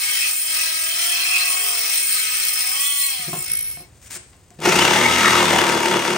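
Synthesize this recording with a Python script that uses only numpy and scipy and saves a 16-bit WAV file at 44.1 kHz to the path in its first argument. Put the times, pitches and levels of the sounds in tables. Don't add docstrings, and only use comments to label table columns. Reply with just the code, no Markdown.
import sys
import numpy as np
from scipy import signal
from scipy.fft import rfft, irfft, next_fast_len
from scipy.io import wavfile
from scipy.ndimage import uniform_filter1d

SR = 44100
rng = np.random.default_rng(int(sys.argv[2]) if len(sys.argv) > 2 else 0)


def master_out(mix):
    frames = np.transpose(np.atleast_2d(mix))
    ceiling = np.clip(frames, -1, 1)
    pcm = np.round(ceiling * 32767).astype(np.int16)
    wavfile.write(sys.argv[1], SR, pcm)


N = 272097
T = np.arange(N) / SR
SIZE = next_fast_len(N + SR // 2, True)
HZ = np.maximum(np.arange(SIZE // 2 + 1) * SR / SIZE, 1)


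def undb(db):
    return 10 ** (np.asarray(db) / 20)


def unit(x):
    return x / np.sqrt(np.mean(x ** 2))


def curves(rows):
    s, *columns = np.transpose(rows)
    return [np.interp(T, s, column) for column in columns]


def shape(points):
    hz, db = np.transpose(points)
    return undb(np.interp(np.log(HZ), np.log(hz), db))


def mode_response(hz, width):
    return 1 / (1 + 1j * hz / width * (HZ / hz - hz / HZ))


def resonances(modes):
    return 1 + sum(undb(db) * mode_response(hz, width) for hz, width, db in modes)


def filtered(x, response):
    return irfft(rfft(x, SIZE) * response, SIZE)[..., :N]


def noise():
    return rng.standard_normal(N)


def walk(rate):
    k = max(int(SR / rate), 1)
    steps = np.repeat(noise()[:N // k + 1], k)
    return 1.36 * uniform_filter1d(uniform_filter1d(steps, k), k)[:N]


def pulses(turns):
    at = np.flatnonzero(np.diff(np.floor(turns)) > 0)
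    late = (turns[at + 1] % 1) / (turns[at + 1] - turns[at])
    out = np.zeros(N)
    out[at], out[at + 1] = late, 1 - late
    return out


def swell(turns, depth):
    return unit(np.exp(depth * np.cos(2 * np.pi * turns)))


def fade(start, end):
    return np.clip((T - start) / (end - start), 0, 1)


def gate(start, length, edge):
    rise = fade(start - edge / 2, start + edge / 2)
    return rise * (1 - fade(start + length - edge / 2, start + length + edge / 2))


def lifts(events, edge):
    return sum(np.outer(values, gate(start, length, edge)) for start, length, *values in events)


def burst(start, t60):
    age = np.maximum(T - start, 0)
    return noise() * (T >= start) * np.exp(-np.log(1000) * age / t60)


def dispersed(x, spread=.2):
    return filtered(x, np.exp(-2j * np.pi * spread * np.sqrt(HZ)))


def partial(turns, waver_db):
    return np.sqrt(2) * np.sin(2 * np.pi * (turns + rng.random())) * undb(waver_db * walk(14))


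# frequency in Hz, relative level in dB.
ROOM_COLOUR = [(20, -26), (45, -3.5), (70, 3), (130, -2), (220, -11.5), (500, -15), (1500, -26),
               (5000, -30.5), (16000, -55)]
# time in seconds, level in dB.
ROOM_LEVEL = [(0, -60.5), (3.0, -61.5), (3.5, -48.5), (6.17, -58)]


def rumble():
    air = noise() + 0.3 * np.array([noise(), noise()])
    return unit(filtered(air, shape(ROOM_COLOUR))) * undb(curves(ROOM_LEVEL)[0] + 0.52 * walk(6.06))


def workshop(x, wet_db, t60, pan_db):
    tails = np.array([burst(.003, t60) for _ in range(2)])
    tails /= np.sqrt(np.sum(tails ** 2, axis=1, keepdims=True))
    wet = undb(wet_db) * shape([(100, -20.5), (400, 0.0), (1200, 1.5), (2500, 2.0),
                                (7200, -3.0), (8200, 10.0), (12000, -67)])
    sides = undb(np.array([[pan_db], [-pan_db]]) / 2)
    return filtered(x, (1 + wet * rfft(tails, SIZE)) / np.sqrt(1 + wet ** 2 / 2)) * sides


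# mode in Hz, width in Hz, relative level in dB.
SHOE_MODES = [(356, 22, 19), (712, 20, 16), (1061, 13, 10)]
# start in seconds, peak in dB before the room, upper edge in Hz.
CLANGS = [(3.331, -23, 2000), (4.674, -6, 400), (4.728, -14, 400), (4.845, -19, 410), (5.972, -17, 400)]


def clang(start, edge_hz):
    age = np.maximum(T - start, 0)
    ring = 0
    for hz, width, db in SHOE_MODES:
        strength = undb(db) / np.hypot(1, (hz / edge_hz) ** 2)
        ring = ring + strength * np.exp(-np.pi * width * age) * np.sin(2 * np.pi * hz * age)
    ring = filtered(ring, 1 / (1 + 170 / (1j * HZ)) ** 2)
    return ring / np.abs(ring).max()


def clangs():
    return sum(undb(db) * clang(start, edge_hz) for start, db, edge_hz in CLANGS)


# start in seconds, peak in dB before the room, ring time in seconds, upper edge in Hz.
BUMPS = [(3.196, -37, .12, 349.7), (3.28, -23.5, 0.21, 300), (3.331, -20.5, 0.16, 700),
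         (3.377, -27, 0.15, 200), (3.515, -38.5, .15, 201.6), (3.771, -33.5, 0.036, 650),
         (3.8, -35, 0.13, 450), (4.16, -34.5, 0.035, 550), (4.33, -40.5, 0.071, 900),
         (4.509, -41.5, 0.14, 500), (4.589, -26, 0.22, 504)]
# frequency in Hz, relative level in dB.
BUMP_COLOUR = [(20, -30), (45, -23), (90, -12), (150, 11), (300, -9.5), (700, -1), (1100, -0.5), (3000, 14)]
# start in seconds, relative level in dB.
CLICKS = [(3.499, -28.5), (4.103, -35), (4.505, -39), (4.603, -30)]
# start in seconds, length in seconds, level in dB, rise and fall time in seconds.
SLIDES = [(3.848, 0.51, -57.5, 0.045), (4.03, 0.06, -45, 0.052), (4.106, 0.068, -32.5, 0.01),
          (4.134, 0.077, -59, .08), (4.362, 0.29, -59, .05)]
# frequency in Hz, relative level in dB.
SCRAPE_COLOUR = [(200, -11), (700, -11), (2000, 0.5), (4000, -7), (6000, -2.5), (9000, 3), (12000, -11.5),
                 (16000, -7.5)]


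def handling(click_t60=0.011, click_db=3):
    body, scrape, bumps = shape(BUMP_COLOUR) * resonances(SHOE_MODES), shape(SCRAPE_COLOUR), 0
    for start, db, t60, edge_hz in BUMPS:
        softness = 1 / (1 + 1.4j * HZ / edge_hz - (HZ / edge_hz) ** 2)
        bump = filtered(burst(start, t60), body * softness)
        bumps = bumps + undb(db) * bump / np.abs(bump).max()
    clicks = sum(undb(db + click_db) * burst(start, click_t60) for start, db in CLICKS)
    pushes = sum(undb(db) * gate(start, length, edge) for start, length, db, edge in SLIDES)
    slide = unit(filtered(noise() * undb(2.0 * walk(400)), scrape)) * pushes
    return bumps + slide + filtered(clicks, scrape)


# start in seconds, length in seconds,
# first pitch in Hz, last pitch in Hz, rate of its roughness in Hz, level in dB against the rasp.
SQUAWKS = [(4.651, 0.039, 1400, 1484, 150, -4), (4.7, 0.088, 2210, 2886, 451, -6),
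           (4.776, .014, 2820, 2880, 100, 0), (4.808, 0.013, 3000, 3010, 100.3, 0),
           (4.82, .08, 2935, 2745, 600, -9), (4.935, .14, 1950, 2145, 449.6, -3.5),
           (5.054, 0.018, 2150, 2186, 150, 1), (4.95, 0.22, 850, 876, 100, -8.5),
           (5.16, 0.14, 2138, 2000, 649, -3.5), (5.2, .17, 1300, 1230, 299.3, -3.5),
           (5.3, .2, 1947, 1752, 499, -12), (5.33, 0.16, 1080, 979, 349.4, -4.5),
           (5.37, .12, 560.6, 601, 150, -7.5), (5.52, .11, 826, 718, 299, -3),
           (5.724, .24, 901, 912, 60.03, -6.5)]


def squawks(bite, flutter=1.68, rough=0.62, edge_s=0.051):
    out = 0
    for start, length, first_hz, last_hz, rate, db in SQUAWKS:
        cycles = np.cumsum(np.interp(T, [start, start + length], [first_hz, last_hz])) / SR
        tone = np.sin(2 * np.pi * cycles + flutter * walk(rate))
        tone = unit(bite * (1 + rough * walk(rate)) * tone)
        out = out + tone * undb(db) * gate(start, length, min(edge_s, length / 2))
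    return out


# multiple of its shaft rate, level in dB at normal feed.
MOTOR_ORDERS = [(6, -34), (12, -34)]


def motor_whine(shaft, bite, flutter=0.2, waver_db=2):
    out = 0
    for order, db in MOTOR_ORDERS:
        tone = partial(round(order) * shaft + flutter * walk(90), waver_db)
        out = out + undb(db) * unit(bite * tone)
    return out


# multiple of the stroke rate, relative level in dB.
SHAKE_ORDERS = [(2, -4.5), (3, -1.5), (4, -1), (5, 1), (6, -4), (7, -6)]


def shaking(strokes):
    out = 0
    for order, db in SHAKE_ORDERS:
        phase = 2 * np.pi * (round(order) * strokes + rng.random()) + 0.5 * walk(25)
        out = out + undb(db + 3.5 * walk(20)) * np.sin(phase)
    return unit(out)


# time in seconds, strokes per second in Hz.
STROKE_RATE = [(4.6, 24.73), (4.7, 28.5), (4.914, 36.9), (5.084, 41.2), (5.22, 41.25), (5.346, 40.85),
               (5.592, 36.8), (5.722, 36.9), (5.92, 36.7), (6.17, 35.8)]
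# time in seconds, feed in dB.
FEED = [(4.65, 1.5), (5.1, 0), (5.23, 1), (5.55, -0.8), (5.8, -4.5), (6.12, -6.5)]
# start in seconds, length in seconds, lift of the knock in dB, lift of the rasp in dB.
JOLTS = [(4.668, 0.032, 4.5, -2), (4.73, 0.046, 4, -3), (5.535, 0.103, 5, 0.5), (5.64, 0.14, 4, 0),
         (5.92, 0.051, 3, 3.5), (6.15, .04, 2, 0)]
# start in seconds, relative level in dB.
SLAPS = [(4.791, -5), (4.822, -6), (4.852, -5), (4.879, 0.5), (4.908, -0.5), (4.934, -5), (5.012, -9),
         (5.457, -4), (5.479, -6), (5.5308, 0), (5.61, -3), (5.638, -1.5)]
# frequency in Hz, relative level in dB.
KNOCK_COLOUR = [(20, -65), (50, -44), (85, -13), (125, -8), (200, 2), (280, 2), (450, 7), (620, -2),
                (1000, -5), (2500, -24), (6000, -55)]
RASP_COLOUR = [(20, -64), (300, -10), (550, -2), (900, -9.5), (1600, -5.5), (2200, -4), (3000, -5),
               (3450, -8), (3800, -12), (6000, -28), (12000, -31)]
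CHIP_COLOUR = [(1500, -17), (3300, -5), (4100, -2), (5000, -1.5), (5800, 0), (7600, -4.5), (9000, -2),
               (10500, -3), (12000, -12.5), (16000, -20.5)]
# mode in Hz, width in Hz, level in dB against the flat response.
BENCH_MODES = [(184, 17.6, 16.5), (355.6, 15, 15), (677, 41, -16), (910, 115, 6.5), (990, 10, -23.5),
               (1293, 117, 3.5), (1780, 50, -3), (2080, 140, -2.5), (2820, 180, -6), (3385, 86, 0.5),
               (6630, 110, -5)]
SLAP_T60_S = 0.038
FREE_HZ, LABOUR_HZ = 44.34, 8.2
FIRST_STROKE, MOTOR_RATIO = .77, 7.75
RASP_DB, KNOCK_DB, HISS_DB, SHAKE_DB = -18.5, -25.5, -23.5, -28.5
HISS_PER_FEED, SHAKE_PER_FEED = 1, 1.5


def jigsaw(back_db=-3, rattle_db=2, both_bite=0.21, up_bite=0.25, grain_db=0.84, lumps_db=1.0,
           free_knock_db=-12, jolt_edge_s=0.0097, gear_db=-8, clack_db=-15, repeat_db=-5):
    (stroke_hz,), (feed,) = curves(STROKE_RATE), curves(FEED)
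    knock_lift, rasp_lift = lifts(JOLTS, jolt_edge_s)
    strokes = FIRST_STROKE + np.cumsum(stroke_hz) / SR + 0.0035 * walk(30)
    bench = resonances(BENCH_MODES)

    labour = np.clip((FREE_HZ - stroke_hz) / LABOUR_HZ, 0, 1)
    bite = swell(strokes, up_bite * labour) * swell(2 * strokes, both_bite)
    bite = bite * undb(grain_db * walk(900) + lumps_db * walk(60))

    blows = pulses(strokes) + undb(back_db) * pulses(strokes - .54) - 0.5 * pulses(strokes - .75)
    blows = unit(blows * undb(1.8 * walk(80)))

    teeth = rng.standard_normal(1200)
    repeating = unit(np.interp(strokes, np.arange(len(teeth)) / len(teeth), teeth, period=1))
    scraping = unit((noise() + undb(repeat_db) * repeating) * bite)

    rattle = filtered(scraping, 1 / (1 + (260 / HZ) ** 3))
    knock = unit(filtered(dispersed(blows) + undb(rattle_db) * rattle, shape(KNOCK_COLOUR) * bench))
    gears = unit(pulses(MOTOR_RATIO * strokes) * bite)
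    clatter = dispersed(undb(gear_db) * gears + undb(clack_db) * blows)
    rasp = unit(filtered(scraping + clatter, shape(RASP_COLOUR) * bench))
    chips = unit(filtered(noise() * bite, shape(CHIP_COLOUR) * bench))
    slaps = sum(undb(db) * burst(start, SLAP_T60_S) for start, db in SLAPS)
    slaps = filtered(slaps, shape(RASP_COLOUR) * bench)

    thumping = knock * undb(KNOCK_DB + free_knock_db * (1 - labour) + knock_lift)
    shake_gain = (stroke_hz / FREE_HZ) ** 2 * undb(SHAKE_DB + SHAKE_PER_FEED * feed)
    thumping = thumping + shaking(strokes) * shake_gain
    cutting = (rasp + squawks(bite)) * undb(RASP_DB + feed + rasp_lift)
    cutting = cutting + motor_whine(MOTOR_RATIO * strokes, bite) * undb(feed)
    cutting = cutting + chips * undb(HISS_DB + HISS_PER_FEED * feed)
    return slaps + thumping * fade(4.565, 4.68) ** 2 + cutting * fade(4.598, 4.662) ** 2


SINGERS = {"low": (2215, 110), "middle": (2570, 200), "high": (3160, 190), "top": (4190, 110),
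           "shrill": (5200, 130), "sizzle": (10300, 420)}
# start in seconds, length in seconds, mode name, lift in dB.
SQUEALS = [(0.045, 0.12, "low", 14), (1, 0.054, "middle", 1), (2, 0.024, "low", 18), (0.1, 0.17, "high", 7),
           (0.44, 0.2, "middle", 0.5), (0.2, 0.07, "middle", 13), (0.85, 0.37, "high", 10),
           (1.3, 0.21, "middle", 10), (1.1, 0.28, "middle", 9), (3, 0.23, "low", 7),
           (1.504, 0.16, "high", 8), (1.12, 0.4, "top", 11), (2.8, .27, "top", 9), (3, .17, "middle", 5),
           (3.5, 0.48, "low", 12.5), (3, .25, "top", 8.5), (2.5, 0.31, "shrill", 12),
           (1.15, .72, "shrill", 5.5), (3, .73, "sizzle", 8), (3.5, .34, "sizzle", 19)]


def singing_modes(friction, low_db=-10.5, middle_db=-2, high_db=-2, top_db=-10, shrill_db=-8.0,
                  sizzle_db=-1, wander_db=3.0, edge_s=0.044):
    out = 0
    levels = (low_db, middle_db, high_db, top_db, shrill_db, sizzle_db)
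    for (name, (hz, width)), db in zip(SINGERS.items(), levels):
        caught = sum(lift * gate(start, length, edge_s)
                     for start, length, mode, lift in SQUEALS if mode == name)
        loose = wander_db * walk(12) * undb(-caught)
        tone = unit(filtered(friction, mode_response(hz, 2 * width) ** 2))
        out = out + tone * undb(db + caught + loose)
    return out


# time in seconds, swing in bounce rates per harmonic.
SWING = [(.5, .3), (.7, .08), (.9, .05), (1.05, .25), (1.2, .5), (1.35, .88), (1.5, 1.25), (1.65, 1.47),
         (1.95, 1.35), (2.2, .15), (2.7, .2), (2.85, 0)]
# frequency in Hz, relative level in dB.
WHINE_COLOUR = [(300, -31), (375, -12), (560, -9), (640, 0.5), (730, 3.5), (850, -5.5), (1000, -6),
                (1100, 2.5), (1290, 4), (1450, -6)]
# time in seconds, level in dB.
WHINE_LEVEL = [(.25, -67), (.5, -55), (.7, -51.5), (1.05, -46.5), (1.35, -47), (1.8, -46.5), (1.95, -55),
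               (2.15, -69), (2.45, -64), (2.7, -47.5), (2.92, -52), (3.25, -50)]
# frequency in Hz, relative level in dB.
DRONE_COLOUR = [(330, -34), (405, 1.5), (460, 2), (500, 0.5), (570, -25)]
# time in seconds, level in dB.
DRONE_LEVEL = [(.2, -66), (.33, -68), (1.15, -81), (1.4, -63), (1.7, -56), (2.0, -63), (2.55, -59.5),
               (2.7, -62.5), (2.8, -85)]
# mode in Hz, width in Hz of each of two resonant passes, relative level in dB.
SHARP_MODES = [(1400, 67, -17.5), (1966, 80, -1.5), (2574, 140, -1), (3140, 190, -3.5), (3370, 66, -1.5),
               (4220, 120, -3), (4520, 110, -14), (4740, 130, -7)]


def disc_tones(shaft, bounce, spin, depth, side_fall_db=10, waver_db=2.0, hum_db=-59.5, smooth_db=-32,
               smooth_loss_db=28, smooth_waver_db=3.0):
    (swing,) = curves(SWING)
    whine = 0
    for harmonic in range(1, 5):
        weights = undb(-side_fall_db * np.abs(np.arange(7)[:, None] - harmonic * swing))
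        weights /= np.sqrt(np.sum(weights ** 2, axis=0))
        for side, weight in enumerate(weights):
            whine = whine + weight * partial(harmonic * shaft + side * bounce, waver_db)
    whine = filtered(whine, shape(WHINE_COLOUR)) * undb(curves(WHINE_LEVEL)[0])

    drone = sum(partial(2 * shaft - side * bounce, waver_db) for side in range(5))
    drone = filtered(drone, shape(DRONE_COLOUR)) * undb(curves(DRONE_LEVEL)[0])
    hum = partial(shaft, waver_db) * (spin / 300) ** 2 * undb(hum_db)

    sharp = sum(undb(db) * mode_response(hz, width) ** 2 for hz, width, db in SHARP_MODES)
    upper = filtered(sum(partial(harmonic * shaft, smooth_waver_db) for harmonic in range(5, 19)), sharp)
    return whine + drone + hum + upper * undb(smooth_db - smooth_loss_db * depth)


def drifting(x, spread_hz, rate=11):
    turns = np.cumsum(spread_hz * walk(rate)) / SR
    return np.real(signal.hilbert(x, SIZE)[:N] * np.exp(2j * np.pi * turns))


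# mode in Hz, width in Hz, level in dB against the direct force.
SHEET_MODES = [(1278, 60.4, 6), (1983, 90, -1.5), (4170, 150, -1.5), (5224, 200, 1.5), (5590, 170, 4),
               (7250, 98, 6), (8400, 12.8, 3), (8980, 220, -1.5), (11120, 20.3, 12.5), (12000, 29.8, 18.5),
               (15600, 74.7, 11)]


def sheet_sound(force, drift_share, wander_db):
    out = force
    for hz, width, db in SHEET_MODES:
        mode = filtered(force, undb(db) * mode_response(hz, width))
        out = out + drifting(mode, drift_share * width) * undb(wander_db * walk(8.98))
    return out


# time in seconds, turns per second in Hz, bounces per second in Hz.
DISC_SPEED = [(0, 252, 53), (.16, 256.3, 53), (.36, 305.9, 47), (.7, 320, 45), (.9, 327.4, 40),
              (1.05, 335.3, 38.5), (1.2, 335.5, 41.5), (1.35, 324.5, 42), (1.5, 311, 42.5), (1.65, 295, 45),
              (1.8, 278, 47.5), (1.95, 263, 51), (2.35, 236.8, 59.5), (2.6, 236.5, 59), (2.7, 249, 51),
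              (2.8, 277.1, 48), (2.9, 284.6, 48), (3.07, 277.6, 48), (3.27, 231.6, 55), (3.9, 242.4, 57)]
# time in seconds, depth from 0 to 1.
BOUNCE_DEPTH = [(.4, 0.78), (.8, 0.3), (1.15, 0.9), (1.7, 1), (2.0, 0.72), (2.65, 0.68), (2.82, 0.07),
                (3.25, 0.23), (3.4, 1)]
# time in seconds, level in dB.
CONTACT = [(0, 0.5), (.9, -1), (1.7, 0.5), (2.2, -0.5), (2.7, 0), (3.02, -1), (3.2, -6), (3.56, -11.5),
           (3.6, -13.5), (3.72, -14.5), (3.83, -24.5), (3.9, -42)]
# start in seconds, length in seconds, lift of the grit in dB, lift of the sheet's ring in dB.
BITES = [(.345, 0.085, 4, -5.5), (.48, 0.26, 0.5, 1), (.84, 0.05, 2, 0), (1.01, 0.071, 2, 0.5),
         (1.12, 0.32, 0, 2.5), (1.46, 0.12, 1.5, 1), (1.93, 0.062, 4.5, 6), (2.06, 0.13, 4.5, 1.5),
         (2.19, 0.3, 0.5, 1), (2.78, 0.11, 3, -2), (2.88, 0.25, 2, -2.5), (3.36, 0.053, 6, -5.5)]
# frequency in Hz, relative level in dB.
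GRIT_COLOUR = [(200, -32), (600, -22), (1300, -12), (1900, -4), (2500, -2), (3100, -4), (3700, -5),
               (5800, -4), (6700, -8), (7800, -6), (9000, 6.5), (10300, 3.5), (12400, -17.5), (13800, -8),
               (14900, 5.5), (16000, -18)]
GRIT_DB, RING_DB, SING_DB = -23, -28, -38
SKIP_S, SKIP_LENGTH_S, SKIP_DEPTH = 3.37, .27, .85


def rotary_tool(bounce_grip=1.76, bounce_grit=0.02, turn_grit=0.18, drag=0.061, grain_db=-0.5, strike_db=1,
                chatter_db=-9, wander_db=2.0, grit_waver_db=0.5, ring_waver_db=1.0, bite_edge_s=0.11,
                drift_share=.3):
    (spin, bounce_hz), (depth,), (contact,) = curves(DISC_SPEED), curves(BOUNCE_DEPTH), curves(CONTACT)
    grit_lift, ring_lift = lifts(BITES, bite_edge_s)
    shaft = np.cumsum(spin * (1 + 0.001203 * walk(40))) / SR
    bounce = np.cumsum(bounce_hz * (1 + 0.0205 * walk(20))) / SR
    turns = shaft + drag * depth * np.sin(2 * np.pi * bounce)

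    grip = bounce_grip * depth
    grip_swell = np.exp(grip * np.cos(2 * np.pi * bounce)) / np.sqrt(np.i0(2 * grip))
    strikes = unit(pulses(turns) * undb(0.39 * walk(300) + 1.7 * walk(18)) * grip_swell)

    chop = bounce_grit * depth + SKIP_DEPTH * gate(SKIP_S, SKIP_LENGTH_S, bite_edge_s)
    grains = unit(noise() * swell(turns, turn_grit) * swell(bounce, chop) * undb(grain_db * walk(1500)))

    regular = undb(strike_db + chatter_db * depth)
    force = (grains + regular * dispersed(strikes)) / np.sqrt(1 + regular ** 2)
    sheet = sheet_sound(force, drift_share, wander_db)

    bright = 1 / (1 + (6700 / HZ) ** 12)
    ring = unit(filtered(sheet, shape(GRIT_COLOUR) * (1 - bright)))
    ring = ring * undb(RING_DB + ring_lift + ring_waver_db * walk(16))
    grit = unit(filtered(sheet, shape(GRIT_COLOUR) * bright))
    grit = grit * undb(GRIT_DB + grit_lift + grit_waver_db * walk(16))
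    singing = singing_modes(grains) * undb(SING_DB)
    scraping = (ring + grit + singing) * undb(contact) * fade(3.92, 3.84)
    return scraping, disc_tones(shaft, bounce, spin, depth) * fade(3.6, 3.1)


def scene():
    sawing = workshop(jigsaw() + handling() + clangs(), wet_db=-5.5, t60=0.42, pan_db=1.23)
    scraping, tones = rotary_tool()
    grinding = workshop(scraping, wet_db=4.0, t60=0.088, pan_db=0.13)
    grinding = grinding + workshop(tones, wet_db=-2, t60=0.074, pan_db=0.0)
    return rumble() + sawing + grinding


# frequency in Hz, left minus right in dB.
PORT_BALANCE = [(150, -0.5), (450, 0.3), (1000, 3), (2300, 1), (3300, 1.5), (5200, 8), (7000, 4.5),
                (7900, 1), (10000, -0.5)]
# frequency in Hz, half turns by which the right lags.
PORT_PHASE = [(300, 0), (2000, .1), (3100, .35), (4200, .1), (7500, .15), (8500, 0), (9900, -1),
              (10800, -1), (11500, -2), (12500, -2), (13300, -3), (14100, -3), (15200, -4)]
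TOP_HZ = 15800


def record(dry):
    hz, half_turns = np.transpose(PORT_PHASE)
    lean = np.sqrt(shape(PORT_BALANCE))
    ports = np.array([lean, np.exp(-1j * np.pi * np.interp(HZ, hz, half_turns)) / lean])
    sound = np.clip(filtered(dry, ports), -1, 1)
    return signal.sosfilt(signal.ellip(10, .2, 80, TOP_HZ, fs=SR, output="sos"), sound)


dry = scene()
out = record(dry)
master_out(out)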